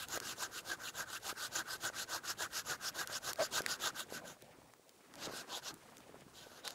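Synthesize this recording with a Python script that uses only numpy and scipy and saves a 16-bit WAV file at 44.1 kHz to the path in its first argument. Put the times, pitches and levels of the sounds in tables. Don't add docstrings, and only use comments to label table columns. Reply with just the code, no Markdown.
import sys
import numpy as np
from scipy import signal
from scipy.fft import rfft, irfft
from scipy.io import wavfile
from scipy.ndimage import uniform_filter1d

SR = 44100
rng = np.random.default_rng(int(sys.argv[2]) if len(sys.argv) > 2 else 0)


def transcribe(u):
    v = np.clip(np.atleast_2d(u).T, -1, 1)
    q = np.round(v * 32767).astype(np.int16)
    wavfile.write(sys.argv[1], SR, q)


N = 297234

# centre in Hz, width in Hz, relative level in dB.
RUMBLE = [(60.6, 137, -2.5), (140, 46, 3.5)]


def amp(db):
    return 10 ** (np.asarray(db) / 20)


def rms_one(x):
    return x / np.sqrt(np.mean(x ** 2) + 1e-20)


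def in_time(rows):
    s, *columns = np.transpose(rows)
    return [np.interp(np.arange(N) / SR, s, column) for column in columns]


def drift(rate_hz):
    r = np.exp(-40 * np.pi * rate_hz / SR)
    noise = rng.standard_normal(N // 20 + 2002)
    slow = signal.lfilter([1], [1, -2 * r, r * r], noise)[2000:]
    return np.interp(np.arange(N) / 20, np.arange(len(slow)), rms_one(slow))


def resonance(x, hz, width_hz):
    r = np.exp(-np.pi * width_hz / SR)
    zeros = [(1 - r * r) / 2, 0, (r * r - 1) / 2]
    poles = [1, -2 * r * np.cos(2 * np.pi * hz / SR), r * r]
    return signal.lfilter(zeros, poles, x + 1e-18)


def body(x, modes, patchy_db=0):
    out = 0
    for k, (hz, width_hz, db) in enumerate(modes):
        gain = amp(db + patchy_db * drift(18.4))
        out = out + (-1) ** k * gain * resonance(x, hz, width_hz)
    return out


def grains(per_s, spread_db, hiss):
    sizes = amp(spread_db * np.minimum(rng.exponential(1, N), 3)) * rng.choice([-1, 1], N)
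    clicks = rms_one(sizes) * (rng.random(N) < per_s / SR) * np.sqrt(SR / per_s)
    return clicks + hiss * rng.standard_normal(N)


def bent(x, depth, rate_hz):
    pace = 1 + depth * drift(rate_hz)
    shift_samples = np.cumsum(pace - uniform_filter1d(pace, size=8000))
    return np.interp(np.arange(N) + shift_samples, np.arange(N), x)


def air():
    # frequency in Hz, relative level in dB.
    spectrum = [(25, -23), (130, -1.5), (500, 10), (900, 0), (2000, -12), (6000, -18), (11000, -30),
                (15000, -3)]
    at_hz, db = np.transpose(spectrum)
    hz = np.fft.rfftfreq(N, 1 / SR) + 1
    gain = amp(np.interp(np.log(hz), np.log(at_hz), db))
    return amp(-72) * rms_one(irfft(rfft(rng.standard_normal(N)) * gain, N))


def rustle():
    # time in seconds, dull rub in dB, bright scratch in dB before flicker, rumble in dB.
    rub_levels = [(0, -62.5, -68, -63), (.23, -57, -65.5, -65.5), (.56, -61, -67, -69.5),
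                  (3.3, -59.5, -69, -69), (3.63, -52.5, -64, -69), (3.8, -58, -68, -73),
                  (4.3, -57.5, -71, -78), (4.37, -62.5, -71.5, -75), (4.66, -61, -70.5, -74),
                  (4.78, -71, -73, -90), (5.11, -64, -69.5, -90), (5.17, -59, -67, -81),
                  (5.284, -47.5, -86, -65), (5.37, -57, -51.5, -66), (5.45, -59.5, -68.5, -79),
                  (5.74, -58.5, -72.5, -73), (5.78, -65, -67, -70), (5.85, -60, -68.5, -76),
                  (6.05, -60.5, -69.5, -74), (6.13, -58, -69, -72), (6.25, -62.5, -70, -70),
                  (6.62, -62.5, -71, -75)]
    # centre in Hz, width in Hz, relative level in dB.
    sleeve_modes = [(196, 226, -4.5), (374, 290, -1), (528, 290, -1.5), (940, 670, -6), (1350, 2100, -10)]
    dull_db, bright_db, rumble_db = in_time(rub_levels)

    crumbs = grains(250 * amp(3 * drift(12)), spread_db=3.5, hiss=1.8) * amp(1.5 * drift(20))
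    soft_crumbs = signal.lfilter([.2], [1, -.8], crumbs)
    dull = rms_one(body(soft_crumbs, sleeve_modes, 2.1)) * amp(dull_db)

    specks = grains(120, spread_db=6.0, hiss=3.0)
    flicker_db = 1.0 * drift(30)
    bright_band = signal.butter(2, [2000, 10500], "band", fs=SR, output="sos")
    bright = rms_one(signal.sosfilt(bright_band, specks)) * amp(bright_db + flicker_db)

    rumble = rms_one(body(rng.standard_normal(N), RUMBLE, 1.2)) * amp(rumble_db)
    return dull + bright + rumble


def saw():
    # top speed at in seconds, rise in s, fall in s,
    # blade level in dB before trim and crest, branch ring relative to blade in dB.
    strokes = [(0.025, 0.17, 0.04, -49.5, 0.5), (0.157, 0.089, 0.033, -45, -1),
               (0.298, 0.1, 0.056, -46, -2.5), (0.433, 0.081, 0.049, -46, -3),
               (0.581, 0.087, 0.045, -49.5, -1), (0.718, 0.083, 0.046, -47.5, 0.5),
               (0.88, 0.1, 0.039, -48.5, -0.5), (1.005, 0.082, 0.048, -47.5, 1),
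               (1.159, 0.11, 0.034, -48, 0), (1.293, 0.089, 0.043, -45, -1.5),
               (1.448, 0.1, 0.044, -45.5, -1.3), (1.576, 0.072, 0.058, -42.5, -1.2),
               (1.739, 0.095, 0.039, -47.5, 2.5), (1.864, 0.074, 0.045, -45, -1),
               (2.017, 0.096, 0.038, -45.5, 0.5), (2.147, 0.079, 0.053, -44, -0.9),
               (2.305, 0.082, 0.04, -45.5, 0.5), (2.421, 0.057, 0.06, -45, -0.5),
               (2.583, 0.087, 0.047, -44.5, -1.5), (2.711, 0.073, 0.061, -45, 0.5),
               (2.884, 0.094, 0.027, -45, -1), (3.004, 0.075, 0.049, -45, 1),
               (3.171, 0.11, 0.023, -46, 0.1), (3.296, 0.094, 0.038, -44.5, -1),
               (3.45, 0.088, 0.027, -46, 0.1), (3.577, 0.077, 0.04, -40, -2.5),
               (3.719, 0.058, 0.054, -43.5, -0.5), (3.864, 0.081, 0.051, -41.5, -1),
               (4.003, 0.069, 0.045, -46, -2), (4.155, 0.076, 0.055, -52.5, -2),
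               (4.28, 0.048, 0.088, -58.5, 0), (5.255, 0.091, 0.024, -47, -11.5),
               (5.402, 0.19, 0.034, -52, -1), (5.561, 0.1, 0.05, -46.5, -6.5),
               (5.683, 0.074, 0.043, -47.5, -6.5), (6.385, 0.061, 0.12, -57.5, -12.5),
               (6.586, 0.18, 0.041, -61.5, -0.7), (6.654, 0.02, 0.11, -51.5, -6.5)]
    # centre in Hz, width in Hz, relative level in dB.
    blade_modes = [(1850, 100, -10), (2763, 446, 6.5), (3594, 970, 10.5), (4620, 2070, 8.5)]
    edge_modes = [(6840, 960, 6.94), (7800, 1380, 1)]
    branch_modes = [(1234, 173, -4), (1409, 100, -1.5), (1533, 72, 3.5), (1642, 140, -4.5),
                    (1850, 114, -8.5)]
    trunk_modes = [(336, 17, 0.5), (484, 133, -3), (690, 132, -1), (791, 51, 2), (980, 147, -3)]
    sawdust_modes = [(10220, 2600, -9.5), (10990, 1350, -5), (12900, 5500, -17)]

    trunk_rel_db, rumble_rel_db, branch_swell_db = (-10.5, -4), (-26, -17.5), (-4.5, 14)
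    branch_steepness = (0.86, 1.0)
    edge_rel_db, dust_rel_db = -2.5, -6.5
    dust_follows, mean_stroke_db = 0.79, -45
    late_s, late_edge_db, late_dust_db, late_trunk_db, late_swell_share = 4.5, -3, -5.5, 8, 0

    steepness = np.array([[1.3], [1.3], [0], [1.05], [1.3], [1.05]])
    crest_db = np.array([[5.0], [5.0], [1.5], [2.5], [4.0], [2.5]])
    trims_db = [1.08, 2.3, 0.11, 0.25, 1.8, 0]

    t, speed, levels = np.arange(N) / SR, np.zeros(N), np.zeros((6, N))
    for k, (s, rise_s, fall_s, blade_db, wood_db) in enumerate(strokes):
        pull, late = k % 2, s > late_s
        now = slice(max(int((s - rise_s) * SR), 0), int((s + fall_s) * SR))
        since = t[now] - s
        away = np.clip(np.where(since < 0, -since / rise_s, since / fall_s), 0, 1)
        stroke = np.cos(np.pi / 2 * away)
        speed[now] = np.maximum(speed[now], stroke)

        edge_db = edge_rel_db + late * late_edge_db
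        trunk_db = wood_db + trunk_rel_db[pull] + late * late_trunk_db
        dust_db = dust_rel_db + (dust_follows - 1) * (blade_db - mean_stroke_db) + late * late_dust_db
        rumble_db = wood_db + rumble_rel_db[pull]
        relative_db = np.array([0, edge_db, wood_db, trunk_db, dust_db, rumble_db])[:, None]

        steepness[2] = branch_steepness[pull]
        shapes = amp(blade_db + relative_db - crest_db * away) * stroke ** steepness
        swell_db = branch_swell_db[pull] * (late_swell_share if late else 1)
        shapes[2] *= amp(swell_db * (since + 0.018) / (rise_s + fall_s))
        levels[:, now] += shapes

    bites = grains(900 * (0.41 + speed), spread_db=3.0, hiss=1.61)
    chatter = amp(1.05 * drift(54))
    branch = bent(body(bites, branch_modes, 1.5), depth=.03, rate_hz=8)
    blade = body(bites, blade_modes, 1.2)
    edge = body(bites, edge_modes, 1.63)
    trunk = body(bites, trunk_modes, 1.5)
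    sawdust = body(bites, sawdust_modes, 1.35)
    rumble = body(bites, RUMBLE, 1.1)
    parts = [blade, edge, branch, trunk, sawdust, rumble]
    return chatter * sum(amp(db) * level * rms_one(part) for db, level, part in zip(trims_db, levels, parts))


def singing():
    # loudest at in seconds, half the span in s, middle pitch in Hz, level in dB before the swell shape.
    notes = [(0.028, 0.034, 2750, -53), (0.309, 0.027, 2800, -53), (0.588, 0.025, 2800, -50),
             (0.886, 0.018, 2750, -47.5), (1.166, .02, 2790, -52), (1.427, 0.068, 4670, -53),
             (1.718, 0.036, 4940, -46.5), (2.004, 0.058, 4070, -50), (2.299, 0.041, 5080, -46.5),
             (2.575, 0.058, 5350, -49), (2.873, 0.038, 5240, -42.5), (3.153, 0.031, 5300, -43.5),
             (3.432, 0.052, 4800, -44.5), (3.56, 0.061, 3590, -48), (3.715, 0.051, 4840, -45.5),
             (3.849, 0.059, 3600, -44.5), (4.297, 0.048, 6000, -63), (5.24, 0.05, 3890, -56),
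             (5.374, 0.059, 5100, -54.5), (5.548, 0.059, 3450, -49), (5.674, 0.041, 5750, -50),
             (6.382, 0.066, 3870, -66), (6.665, 0.041, 3780, -51)]
    rise_per_s, pole_width = 1.3, 0.18
    out = np.zeros(N)
    for s, length_s, hz, db in notes:
        u = np.arange(int(2 * length_s * SR)) / (2 * length_s * SR)
        r = np.exp(-np.pi * pole_width * hz / SR)
        noise = rng.standard_normal((2, 16000))
        sway = signal.lfilter([1], [1, -2 * r, r * r], noise)[:, 500:500 + len(u)]
        glide_hz = hz * (1 + rise_per_s * length_s * np.clip(2 * u - 1, -.5, .5))
        phase = 2 * np.pi * np.cumsum(glide_hz) / SR
        tone = rms_one(sway[0] * np.cos(phase) + sway[1] * np.sin(phase))
        start = max(int((s - length_s) * SR), 0)
        out[start:start + len(u)] += amp(db) * np.sin(np.pi * u) ** 2 * tone
    return out


def snaps():
    # start in seconds, crack peak in dB, branch ring relative to crack in dB, brightest in Hz.
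    cracks = [(0.085, -36, -15, 6440), (0.175, -33, -1, 4280), (0.2012, -29, -8, 4300),
              (3.0614, -51, -12, 7250), (3.0732, -29, -13, 4500), (3.3317, -26.5, -16, 4800),
              (3.358, -40, -6, 4430), (3.619, -32.5, -19, 5810), (3.6441, -47, -11, 4110),
              (3.6622, -26, 4.5, 4500), (4.4216, -46, -21, 3950), (4.7366, -52.5, 2, 5630),
              (4.893, -45.5, -28, 2680), (5.139, -47, 1, 3020), (5.155, -41.5, -15, 4700),
              (5.741, -40.5, -26, 7600), (5.9692, -41, -26, 4400), (5.9814, -43, -19, 6380),
              (6.005, -51, -11, 2790), (6.209, -49, -32, 2810), (6.6497, -40, -13, 4210),
              (6.6768, -24, -7.5, 3840), (6.6803, -37, 0, 3900), (6.706, -35, -27, 4470)]
    length = 600
    out, t = np.zeros(N + length), np.arange(length) / SR
    broad = signal.butter(2, [1500, 14000], "band", fs=SR, output="sos")
    noises = rng.standard_normal((len(cracks), length))
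    for (s, db, ring_db, hz), noise in zip(cracks, noises):
        burst = noise * np.minimum(t / .0007, 1) * np.exp(-t / .001)
        crack = signal.sosfilt(broad, burst) * amp(-10) + resonance(burst, hz, 2500)
        ring = resonance(burst, 1510, 1000)
        snap = crack / np.abs(crack).max() + amp(ring_db) * ring / np.abs(ring).max()
        start = int(s * SR)
        out[start:start + length] += amp(db) * snap
    return out[:N]


def knocks():
    # envelope peak at in seconds, envelope peak in dB, pitch in Hz.
    blows = [(0.1756, -27.5, 523), (1.328, -36, 420), (1.9005, -34.5, 640), (2.6991, -44, 730),
             (3.098, -37, 676), (3.6066, -27.5, 465), (4.1248, -31.5, 473), (4.4272, -43.5, 416),
             (4.465, -51, 605), (4.5877, -45, 397), (4.6193, -50, 730), (4.7369, -46.5, 990),
             (4.7972, -49, 426), (5.2735, -32.5, 415), (5.2797, -39, 320), (5.297, -33, 617),
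             (5.3083, -37, 510), (5.337, -37, 450), (6.095, -42.5, 490), (6.1448, -38.5, 504),
             (6.2217, -45.5, 510), (6.267, -47, 205), (6.47, -43.5, 466), (6.5177, -46, 563)]
    out, t = np.zeros(N), np.arange(-200, 1000) / SR
    for s, db, hz in blows:
        cycles = t * hz
        shape = np.where(cycles < 0, np.exp(-(cycles / 0.43) ** 2), np.exp(-cycles / 0.48))
        middle = int(s * SR)
        out[middle - 200:middle + 1000] += amp(db) * shape * np.sin(2 * np.pi * cycles)
    return out


def groan():
    start_s, attack_s, hold_s, release_s, gain_db = 3.378, 0.018, 0.028, 0.028, -35.5
    slips_per_s, first_slips_per_s, settle_s = 610, 900, 0.00807
    since = np.arange(N) / SR - start_s
    per_s = slips_per_s + (first_slips_per_s - slips_per_s) * np.exp(-np.abs(since) / settle_s)
    phase = 2 * np.pi * np.cumsum(per_s * (1 + .06 * drift(91))) / SR
    corners_s = np.cumsum([0, attack_s, hold_s, release_s])
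    binding = np.interp(since, corners_s, [0, 1, 1, 0]) ** 2
    shake = rms_one(resonance(rng.standard_normal(N), 460, 410))
    uneven = amp(1.5 * drift(120))
    slips = 1.74 * np.sin(phase) + 0.11 * np.sin(2 * phase)
    return binding * uneven * amp(gain_db) * (slips + 0.66 * shake)


def scene():
    return (saw() + singing() + snaps() + knocks() + groan() + rustle() + air())[None]


def record(dry):
    low_pass = signal.ellip(12, .3, 55, 15720, fs=SR, output="sos")
    return signal.sosfilt(low_pass, dry)


dry = scene()
out = record(dry)
transcribe(out)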